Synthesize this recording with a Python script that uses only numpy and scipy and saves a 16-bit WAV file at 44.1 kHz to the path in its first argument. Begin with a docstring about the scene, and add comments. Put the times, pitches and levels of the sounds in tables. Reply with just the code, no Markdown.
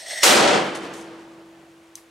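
"""Firecracker in a garden

A fuse hisses in its hollow casing, then the blast cracks, echoes between the house walls and rolls
off into the distance, leaving nearby metal humming. Fragments and soil fall back on the garden.
A limiter behind the stereo microphone ducks the blast and recovers as it fades."""
import sys
import numpy as np
from scipy import signal
from scipy.fft import rfft, irfft, next_fast_len
from scipy.io import wavfile
from scipy.ndimage import map_coordinates

SR = 44100
rng = np.random.default_rng(int(sys.argv[2]) if len(sys.argv) > 2 else 0)


def wav_record(signal):
    """Record a signal, one row per channel, as 16-bit PCM in the file named by sys.argv[1]."""
    frames = np.transpose(np.atleast_2d(signal))
    bounded = np.clip(frames, -1, 1)
    # unit amplitude maps onto the largest positive 16-bit level
    quanta = np.round(bounded * 32767).astype(np.int16)
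    wavfile.write(sys.argv[1], SR, quanta)


N = 92610
BLAST_S, TOP_HZ = .2318, 15800


def amp(db):
    """Decibels to gain."""
    return 10 ** (np.asarray(db) / 20)


def unit(x):
    """Scale to rms 1."""
    return x / np.sqrt(np.mean(x ** 2) + 1e-20)


def along(points, hz):
    """Read (frequency, value) points on a log axis."""
    freqs, values = np.transpose(points)
    return np.interp(np.log(hz + 1), np.log(freqs + 1), values)


def spectrum(colour):
    """Gain as a function of frequency, from (frequency, level) points."""
    return lambda hz: amp(along(colour, hz))


def since(s):
    """Seconds since a moment, 0 before it."""
    return np.maximum(np.arange(N) / SR - s, 0)


def curve(rows):
    """One value per sample from (time, value) rows."""
    return np.interp(since(0), *np.transpose(rows))


def fade(t, t60):
    """Exponential decay, 60 dB in t60 seconds."""
    return np.exp(-np.log(1000) * t / np.maximum(t60, 1e-4))


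def wobble(rate):
    """A random curve with rate knots a second."""
    return map_coordinates(rng.standard_normal(N // 4), [since(0) * rate], order=1)


def filtered(x, response):
    """Apply a frequency response to x."""
    size = next_fast_len(N + SR // 2)
    return irfft(rfft(x, size) * response(np.fft.rfftfreq(size, 1 / SR)), size)[..., :N]


def noise(gain, coherence):
    """Coloured stereo noise of rms 1, with left and right as alike as coherence says."""
    def mid_side(hz):
        angle = np.arccos(np.clip(along(coherence, hz), -1, 1)) / 2
        return gain(hz) * np.array([np.cos(angle), np.sin(angle)])
    mid, side = filtered(rng.standard_normal((2, N)), mid_side)
    return unit(np.array([mid + side, mid - side]))


def puff(colour, coherence, start, rise, t60):
    """Coloured noise that swells and dies; times in seconds."""
    t = since(start)
    return (1 - np.exp(-t / rise)) * fade(t, t60) * noise(spectrum(colour), coherence)


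def reflections(bands, coherence, peaks=(), half_width_hz=10):
    """Dense reflections of the blast: each frequency dies at its own speed and the bass builds late."""
    bands = np.array(bands)
    def gain(hz):
        peaks_db = sum(db / (1 + ((hz - centre) / half_width_hz) ** 2) for centre, db in peaks)
        return amp(along(bands[:, :2], hz) + peaks_db)
    hz, t, frames = signal.stft(noise(gain, coherence), SR, nperseg=512)
    t, hz = np.maximum(t - BLAST_S, 0), hz[:, None]
    bass_build = amp(-23 * np.exp(-t / .05) / (1 + (hz / 260) ** 2))
    decay = fade(t, along(bands[:, ::2], hz))
    return signal.istft(frames * bass_build * decay, SR)[1][:, :N] * (since(BLAST_S) > 0)


# Open air in the garden (frequency [Hz], relative level [dB])
AIR_COLOUR = [(25, 5), (100, 1.5), (200, -6), (500, -1.5), (1000, -3), (3000, -9), (5000, -17),
              (9500, -22.5), (12000, -26), (16000, -31.5)]
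# Left-right likeness of quiet air and fading roll, nearly mono bass (frequency [Hz], coherence [0-1])
QUIET_COHERENCE = [(100, 1), (300, 1), (600, 0.94), (1200, 0.64), (2500, 0.64), (6000, 0.79), (10500, 0.94)]
def air():
    """Quiet outdoor air at the microphone."""
    return amp(-55) * noise(spectrum(AIR_COLOUR), QUIET_COHERENCE)


# Reverberation from far off (frequency [Hz], relative level [dB], t60 [s])
ROLL_BANDS = [(25, -8, 2.3), (90, -11, 2.14), (170, 0, 1.87), (366, 4.5, 1.86), (706, -4.5, 2.3),
              (1240, -2, 1.84), (3180, -7.5, 1.6), (5960, -22, 1.9), (10000, -28.5, 1.53),
              (15000, -63.5, 1.2)]
# Distant buildings answering (time [s], swell [dB], half length [s])
BUILDING_ECHOES = [(1.183, 0.5, 0.03), (1.637, 5.5, 0.08)]
def distant_roll():
    """The blast rolls away beyond the garden, swelling as buildings send it back."""
    swell_db = sum(db * np.exp(-((since(0) - s) / half) ** 2) for s, db, half in BUILDING_ECHOES)
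    return amp(-15 + swell_db + .9 * wobble(rate=45)) * reflections(ROLL_BANDS, QUIET_COHERENCE)


# Reverberation between the house walls (frequency [Hz], relative level [dB], t60 [s])
YARD_BANDS = [(25, -12.5, 0.82), (86, -17.5, 0.67), (152, -10.5, 0.88), (290, -1, 0.77), (567, -2, 0.73),
              (1006, -6, 0.77), (2000, -7.5, .68), (4200, -10.5, 0.62), (8630, -14, 0.5), (11100, -28, .48),
              (15000, -55, 0.55)]
# Narrow peaks and dips that colour the reverberation (frequency [Hz], gain [dB])
YARD_COLOUR_PEAKS = [(208, 2.5), (260, -3.5), (446, 1), (494, 7), (581, 7), (630, 5.5), (735, 4.5),
                     (762, 7), (953, 5), (1135, -5), (1251, 3.5), (1352, 4.5)]
# Single walls answering (time [s], swell strength [dB], decay constant [s])
WALL_ECHOES = [(.402, 2.5, .02), (0.452, 5, 0.11), (0.524, 1, 0.063), (.548, 2, 0.025), (0.611, 2, 0.014)]
# Sound from across the yard (frequency [Hz], left-right coherence [0-1])
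YARD_COHERENCE = [(60, 0.92), (150, .96), (270, 0.9), (500, 0.6), (1000, 0.36), (2000, 0.55), (4000, 0.77),
                  (8000, 0.73), (11500, 1)]
def yard_echoes(rise_s=.006):
    """The blast bounces between the walls round the microphone and sags after the last one answers."""
    swell_db = sum(db * (1 - np.exp(-since(s) / rise_s)) * np.exp(-since(s) / life)
                   for s, db, life in WALL_ECHOES)
    sag_db = 1.5 * (1 + np.tanh((since(0) - .627) / .0152)) / 2
    level_db = 8.5 + swell_db - sag_db + wobble(rate=300)
    return amp(level_db) * reflections(YARD_BANDS, YARD_COHERENCE, YARD_COLOUR_PEAKS)


# Echo off a hard wall (frequency [Hz], relative level [dB])
SLAP_COLOUR = [(200, -20), (900, -1), (3800, 1), (7000, -6), (11000, -28), (15000, -48)]
def wall_slap():
    """One hard wall throws a bright slap back at the microphone."""
    return amp(-4) * puff(SLAP_COLOUR, YARD_COHERENCE, start=.474, rise=.005, t60=.07)


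# A narrow band of noise in the yard (frequency [Hz], relative level [dB])
HOLLOW_COLOUR = [(250, -45), (480, -18), (555, -4), (630, -19), (1200, -45), (4000, -70)]
def hollow_note():
    """A faint hollow note follows the last landing."""
    return amp(-48.5) * puff(HOLLOW_COLOUR, YARD_COHERENCE, start=1.98, rise=.1, t60=.5)


# Brushed grass (frequency [Hz], relative level [dB])
SCUFF_COLOUR = [(300, -18), (800, -2), (1900, 0), (3500, -8), (8000, -34)]
def grass_scuff():
    """A fragment scuffs the grass."""
    return amp(-42) * puff(SCUFF_COLOUR, YARD_COHERENCE, start=1.973, rise=.006, t60=.06)


# Modes of nearby metal (frequency [Hz], level [dB], t60 [s])
METAL_MODES = [(145, -44, 4.35), (192, -41, 4), (331.2, -27.5, 4.47), (492, -34, 2.74), (639, -36, 1.6),
               (3070, -24, 1.3)]
def metal_hum():
    """Metal near the microphone rings on after the pressure wave."""
    t = since(BLAST_S)
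    return sum(amp(db) * fade(t, t60) * np.sin(2 * np.pi * hz * t) for hz, db, t60 in METAL_MODES)


# Shower of soil (time [s], level [dB])
SOIL_LEVEL = [(.74, -81.5), (.755, -35.5), (.8, -60), (.85, -50.5), (.92, -76), (.94, -42.5), (.965, -48.5),
              (.995, -48), (1.04, -57), (1.12, -66.5), (1.4, -70.5)]
# Earth striking leaves (frequency [Hz], relative level [dB])
SOIL_COLOUR = [(500, -37), (3000, -10), (6500, 2.5), (9500, -1.5), (12000, -14), (15500, -26)]
# Sound off the ground and plants (frequency [Hz], left-right coherence [0-1])
GROUND_COHERENCE = [(140, .95), (400, 0.725), (1000, 0.54), (2500, .62), (7000, .76), (11500, .98)]
def soil():
    """Crumbs of earth patter on the garden's leaves in dense, uneven grains."""
    grains = noise(spectrum(SOIL_COLOUR), GROUND_COHERENCE) * amp(4.1 * wobble(rate=900))
    return unit(grains) * amp(curve(SOIL_LEVEL))


# Fragments landing in the yard (time [s], level [dB], pitch [Hz], reverberation trim [dB])
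LANDINGS = [(.641, -39, 11000, 0), (.669, -43, 10000, 0), (.7505, -24, 4600, -1), (.7635, -34, 3400, 6),
            (.8345, -46, 7000, 4), (.8405, -49, 10000, 4), (.894, -52, 11500, 0), (.9365, -37, 6400, 3),
            (1.0164, -45, 5500, 2), (1.1955, -43, 4600, 2), (1.3197, -54, 5000, 2),
            (1.9546, -19.5, 6150, -2)]
# Modes of a fragment (ratio to pitch [-], level [dB], t60 [s])
FRAGMENT_MODES = [(.68, -10, .005), (1, -1, .006), (1.13, -8, .005), (1.5, -7, .004), (1.85, -10, .003)]
def debris(rise_s=.00012, bounce_s=.00163):
    """Each fragment lands with a snap and a short ring, touches again, and the yard answers."""
    out = np.zeros((2, N + SR))
    t = np.arange(SR // 4) / SR
    for s, db, pitch, trim_db in LANDINGS:
        ring = sum(amp(level) * fade(t, t60) * np.sin(2 * np.pi * pitch * ratio * t)
                   for ratio, level, t60 in FRAGMENT_MODES if pitch * ratio < TOP_HZ)
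        edges_hz = [min(.6 * pitch, TOP_HZ / 2), min(2 * pitch, TOP_HZ)]
        band = signal.butter(3, edges_hz, 'band', fs=SR, output='sos')
        snap, mid, side = unit(signal.sosfilt(band, rng.standard_normal((3, len(t)))))
        hit = (ring + amp(-5.5) * snap * fade(t, t60=.0028)) * (1 - np.exp(-t / rise_s))
        bounce = amp(-5) * np.interp(t - bounce_s, t, hit, left=0)
        reverb = amp(trim_db - 24) * np.array([mid + side / 2, mid - side / 2]) * fade(t, t60=.23)
        out[:, round(s * SR):][:, :len(t)] += amp(db) * (hit + bounce + reverb)
    return out[:, :N]


# Jet of the fuse (time [s], level [dB])
FUSE_LEVEL = [(0, -36.5), (.05, -41), (.075, -37.5), (.11, -29.5), (.156, -33), (.187, -30), (.2, -34.5),
              (.218, -29.5), (.229, -23.5)]
# Air resonances of the casing (frequency [Hz], nominal half-width [Hz], relative level [dB])
CASING_MODES = [(660, 85, -2), (1920, 170, 0), (3300, 300, -11), (3700, 200, -11), (4290, 200, -9),
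                (4870, 200, -14), (5560, 190, -5), (6350, 300, -10), (8320, 220, -3), (9700, 260, -15),
                (12000, 400, -23), (13300, 500, -30)]
# Plain hiss beside them (frequency [Hz], relative level [dB])
HISS_COLOUR = [(40, -46), (150, -34), (400, -22), (1200, -28.5), (3000, -12), (6000, -13.5), (10500, -22.5),
               (13000, -35.5), (16000, -41)]
# Sound from near the microphone (frequency [Hz], left-right coherence [0-1])
NEAR_COHERENCE = [(100, 1), (1500, 0.83), (15000, 1)]
def fuse(flutter_db=3.5):
    """A jet sputters through the casing until the charge fires; each resonance flutters on its own."""
    def hiss(gain):
        return np.linalg.norm(gain(np.arange(TOP_HZ))) * noise(gain, NEAR_COHERENCE)
    casing = 0
    for centre, width, db in CASING_MODES:
        resonance = hiss(lambda hz: amp(db) / (1 + ((hz - centre) / (.97 * width)) ** 2))
        casing += resonance * amp(flutter_db * wobble(rate=44.2))
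    jet = unit(casing + hiss(spectrum(HISS_COLOUR)))
    return jet * amp(curve(FUSE_LEVEL) + .3 * wobble(rate=250)) * (since(BLAST_S) == 0)


# First arrival of the blast (frequency [Hz], relative level [dB], t60 [s])
CRACK_BANDS = [(40, -29.5, .3), (154.35, -38.5, 0.2), (403, -24, 0.11), (1186, -1.5, .3),
               (3500, -4.5, 0.36), (6960, -3.5, 0.23), (10200, -10, 0.32), (15900, -20.5, 0.25)]
def crack():
    """The charge fires and its crack reaches the microphone, scattered by ground and plants."""
    return amp(10) * reflections(CRACK_BANDS, GROUND_COHERENCE)


def scene():
    """The garden as heard from the microphone's position."""
    background = air()
    bang = crack() + yard_echoes() + distant_roll() + wall_slap() + metal_hum()
    fallout = debris() + soil() + grass_scuff() + hollow_note()
    return background + bang + fallout + fuse()


LIMIT_DB, LIMIT_SLOPE, RELEASE_DB_PER_S = -14, .82, 179
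LOOKAHEAD_S, DETECT_S, CEILING, LOW_CUT_HZ = .0024, .0026, .96, 87.6
def record(dry):
    """The microphone chain: a look-ahead limiter, rounded peaks, then a low cut and a top cut."""
    ahead, window = round(LOOKAHEAD_S * SR), round(DETECT_S * SR)
    power = np.pad(np.mean(dry ** 2, axis=0), (0, ahead))
    power = np.convolve(power, np.ones(window) / window)[ahead:ahead + N]
    over_db = LIMIT_SLOPE * np.maximum(10 * np.log10(power + 1e-12) - LIMIT_DB, 0)
    recovery_db = RELEASE_DB_PER_S * since(0)
    ducked = dry * amp(recovery_db - np.maximum.accumulate(over_db + recovery_db))
    rounded = ducked / (1 + (ducked / CEILING) ** 4) ** (1 / 4)
    return filtered(rounded, lambda hz: (hz < TOP_HZ) * (1j * hz / (LOW_CUT_HZ + 1j * hz)) ** 2)


dry = scene()
out = record(dry)
wav_record(out)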